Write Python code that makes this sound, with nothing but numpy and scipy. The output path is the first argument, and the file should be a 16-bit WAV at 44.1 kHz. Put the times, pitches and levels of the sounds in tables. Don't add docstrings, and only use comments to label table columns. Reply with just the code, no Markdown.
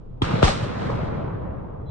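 import sys
import numpy as np
from scipy import signal
from scipy.fft import rfft, irfft, next_fast_len
from scipy.io import wavfile

SR = 44100
rng = np.random.default_rng(int(sys.argv[2]) if len(sys.argv) > 2 else 0)


def put_to_file(sound):
    columns = np.atleast_2d(sound).T
    safe = np.clip(columns, -1, 1)
    whole_steps = np.round(safe * 32767)
    wavfile.write(sys.argv[1], SR, whole_steps.astype(np.int16))


N = 83790
T = np.arange(N) / SR
FFT_SIZE = next_fast_len(N + SR // 2)
HZ = np.maximum(np.arange(FFT_SIZE // 2 + 1) * SR / FFT_SIZE, 1)
LAG_S = .00073

# start in seconds, blast gain in dB, crack gain in dB, near scatter gain in dB,
# scatter hold in seconds, forest echo gain in dB.
SHOTS = [(0.219, 27, -19.5, -33, 0.008, -24), (0.4283, 37, -16.5, -20.5, 0.038, -25.5)]
# arrival in seconds, gain in dB, centre in Hz, width in octaves,
# side from -1 (right) to 1 (left), gain in dB of the rush that follows.
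ECHOES = [(0.243, 12.5, 1170, 0.34, 0.91, -45), (0.302, 22, 122, 0.89, 0.78, -35),
          (.311, 13, 1210, 0.24, 0.81, -39), (0.3354, 33.5, 137, 0.54, 1, -40),
          (.4235, 25.5, 620, 0.11, 0.36, -21), (.4435, 22, 900, 0.49, 0.55, -17),
          (0.472, -6, 2410, 0.95, 0.39, -19.5), (.480, 32.5, 750, 0.06, -0.45, -22),
          (0.482, 9, 1600, 1, -0.66, -33.5), (0.484, 26.5, 1217, 0.04, 0.055, -41),
          (.496, 23.5, 580, 0.16, 0.14, -34), (0.6252, 31, 105, 0.47, 1, -29.5),
          (.645, 23, 580, 0.065, 0.45, -40), (0.664, 17.5, 187, 0.92, 0.44, -41),
          (0.8564, 31, 146, 0.34, 0.48, -39.5), (.899, 22, 494, 0.17, 0.2, -44),
          (0.901, 16, 1030, 0.21, .1, -40.5), (0.9455, 33.5, 130, 0.31, 0.43, -44),
          (1.0305, 26, 115, 0.8, -0.12, -47), (1.385, 23, 71, 0.87, 0.15, -76)]


def from_db(db):
    return 10 ** (np.asarray(db) / 20)


def at_hz(points, hz):
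    points_hz, values = np.transpose(points)
    return np.interp(np.log(hz), np.log(points_hz), values)


def to_samples(spectrum):
    return irfft(spectrum, FFT_SIZE)[..., :N]


def delay(seconds):
    return np.exp(-2j * np.pi * HZ * seconds)


def stereo_lag(lag_s):
    return np.array([delay(0), delay(lag_s)])


def bass_cut(edge_hz):
    return 1 / np.sqrt(1 + (edge_hz / HZ) ** 4)


def smear(cycles=1.205, top_hz=960):
    return np.exp(-2j * np.pi * cycles * np.log(HZ / (HZ + top_hz)))


def colour(points):
    gain = from_db(at_hz(points, HZ)) * bass_cut(49)
    return gain / np.sqrt(np.mean(gain ** 2))


def blend(first, second, share):
    return np.sqrt(share) * first + np.sqrt(1 - share) * second


def burst_power(start_s, db, rise_s, hold_s, t60_s):
    attack = np.clip((T - start_s) / rise_s, 0, 1)
    return attack * from_db(db - 60 * np.maximum(T - start_s - hold_s, 0) / t60_s) ** 2


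def reflections(trunks_per_s=5000, spread_db=2.5):
    clicks = (rng.random(FFT_SIZE) < trunks_per_s / SR) * rng.choice([-1, 1], FFT_SIZE)
    clicks = clicks * from_db(spread_db * np.clip(rng.standard_normal(FFT_SIZE), -2, 2))
    return rfft(clicks / clicks.std()) * smear()


def all_round():
    # frequency in Hz, left-right correlation.
    correlations = [(40, 0.96), (110, 0.84), (220, 0.19), (400, -0.033), (600, -0.44), (780, -0.57),
                    (1200, 0.62), (1700, -0.12), (3300, 0.58), (4300, -0.5), (8000, -0.037)]
    correlation = at_hz(correlations, HZ)
    mid = np.sqrt((1 + correlation) / 2) * reflections()
    side = np.sqrt((1 - correlation) / 2) * reflections()
    return np.array([mid + side, mid - side])


def rumble():
    # frequency in Hz, relative density in dB.
    tone = [(25, 19.5), (60, -6), (120, 3.5), (250, -13), (500, -14.5), (1000, -27), (2000, -47),
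            (4000, -53.5), (9000, -71)]
    return from_db(-38) * to_samples(colour(tone) * all_round())


def blasts(bounce_gain=0.57):
    # frequency in Hz, relative level in dB.
    tones = [
        [(30, -9.5), (65, 3.5), (130, 4), (210, -9.5), (280, 3), (420, -0.5), (600, -17), (850, -3),
         (1200, -28.5), (2000, -29.5), (3300, -30), (9000, -65)],
        [(30, 1.5), (65, -1), (130, 0), (250, -12.5), (380, -7.5), (600, -2.5), (950, -6.5), (1400, -17),
         (2000, -34), (3300, -30.5), (9000, -68)],
    ]
    # lag of the lows in cycles, onset of that lag in Hz,
    # water bounce delay in seconds, left over right in dB.
    paths = [(1.82, 220, .00083, -1), (1.32, 980, .0005, 2.5)]
    out = 0
    for (start_s, db, *_), tone, (cycles, top_hz, bounce_s, pan_db) in zip(SHOTS, tones, paths):
        pulse = from_db(db + at_hz(tone, HZ)) * bass_cut(30) * smear(cycles, top_hz) * delay(start_s)
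        water = 1 + bounce_gain * delay(bounce_s)
        pan = from_db([[pan_db / 2], [-pan_db / 2]]) * stereo_lag(LAG_S)
        out = out + pulse * water * pan
    return to_samples(out)


def cracks():
    # frequency in Hz, relative density in dB.
    tone = [(150, -9), (600, -14), (1200, 11.5), (1600, -10.5), (1950, 15.5), (2250, 4.5), (2550, -7),
            (2950, -8.5), (3300, 16.5), (4000, -15), (4700, -12.5), (8500, -19.5)]
    power = sum(burst_power(start_s, db, rise_s=.002, hold_s=.003, t60_s=.04)
                for start_s, _, db, *_ in SHOTS)
    return np.sqrt(power) * to_samples(colour(tone) * reflections() * stereo_lag(LAG_S))


def near_scatter(rise_s=0.013):
    # frequency in Hz, relative density in dB.
    tone = [(40, -9.5), (120, 5), (250, -2.5), (400, -0.5), (800, 4), (1500, -4), (2500, -8.5), (4000, -6),
            (5000, -10.5), (8500, -20.5)]
    power = sum(burst_power(start_s, db, rise_s, hold_s, t60_s=0.45)
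                for start_s, _, _, db, hold_s, _ in SHOTS)
    power += sum(burst_power(start_s, db, rise_s, hold_s=0, t60_s=0.1) for start_s, *_, db in ECHOES)
    left, right = (reflections(trunks_per_s=900, spread_db=4.5) * stereo_lag(lag_s)
                   for lag_s in (LAG_S, -.00036))
    trunks = blend(left, right, share=0.31)
    return np.sqrt(power) * to_samples(colour(tone) * blend(trunks, all_round(), share=0.31))


def waver(top_hz=12.7):
    noise = rfft(rng.standard_normal(FFT_SIZE))
    swing = to_samples(noise * np.exp(-(HZ / top_hz) ** 2) * bass_cut(1.2))
    return swing / swing.std()


def forest_echo(aim_fade_s=0.28, far_after_s=0.4, rise_cycles=12):
    # frequency in Hz, relative density in dB.
    tone = [(30, -25.5), (65, -4), (125, 1), (190, -1.5), (290, -7.5), (550, -6), (1150, -13.5),
            (1800, -18), (2700, -23), (4000, -25.5), (5000, -33.5), (8500, -48.5)]
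    # frequency in Hz, T60 in seconds.
    decay = [(50, 18), (130, 6.2), (400, 6.6), (1000, 6.65), (2000, 4), (4000, 3.33), (8000, 6.4)]
    # time in seconds, gain in dB.
    roll = [(.22, -2.5), (.36, 2), (.55, -3), (.72, -3), (.9, 2), (1.15, 3), (1.4, 2), (1.65, 2.5),
            (1.9, 1.5)]
    aimed, diffuse = reflections() * stereo_lag(LAG_S), all_round()
    aimed_share = 0.5 * np.exp(-np.maximum(T - SHOTS[0][0], 0) / aim_fade_s)
    centres_hz = 20 * 2 ** np.arange(0, 9.6, .5)
    out = 0
    for hz, one_hot in zip(centres_hz, np.eye(len(centres_hz))):
        band = colour(tone) * np.interp(np.log(HZ), np.log(centres_hz), one_hot)
        rise_s = 0.0027 + rise_cycles / hz
        power = 0
        for start_s, *_, db in SHOTS:
            age_s = np.maximum(T - start_s, 0)
            far_loss_db = 30.5 * hz / 4900 * np.maximum(age_s - far_after_s, 0)
            loss_db = 60 * age_s / at_hz(decay, hz) + far_loss_db
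            power = power + np.minimum(age_s / rise_s, 1) * from_db(db - loss_db) ** 2
        patchy_db = 1.77 * waver() / (1 + hz / 3500)
        wash = blend(to_samples(band * aimed), to_samples(band * diffuse), aimed_share)
        out = out + np.sqrt(power) * from_db(patchy_db) * wash
    return out * from_db(np.interp(T, *np.transpose(roll)))


def echoes():
    out = 0
    for arrival_s, db, centre_hz, width_oct, side, _ in ECHOES:
        band = np.exp(-.5 * (np.log2(HZ / centre_hz) / width_oct) ** 2)
        out = out + from_db(db) * band * smear() * delay(arrival_s) * stereo_lag(LAG_S * side)
    return to_samples(out)


def whistle(start_s=1.853, rise_s=0.056, tone_hz=3990, rasp_hz=3450, rasp_width_hz=200):
    swell = np.clip((T - start_s) / rise_s, 0, 1)
    tone = np.sin(2 * np.pi * tone_hz * T)
    rasp_band = np.exp(-((HZ - rasp_hz) / rasp_width_hz) ** 2)
    rasp = to_samples(rfft(rng.standard_normal(FFT_SIZE)) * rasp_band)
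    return swell * (from_db(-53.5) * tone + from_db(-65) * rasp / rasp.std())


def scene():
    return blasts() + cracks() + echoes() + near_scatter() + forest_echo() + rumble() + whistle()


def record(dry):
    ceiling, cutoff_hz = 1.15, 9100
    low_pass = signal.ellip(10, .3, 80, cutoff_hz, fs=SR, output="sos")
    return signal.sosfilt(low_pass, ceiling * np.tanh(dry / ceiling))


dry = scene()
out = record(dry)
put_to_file(out)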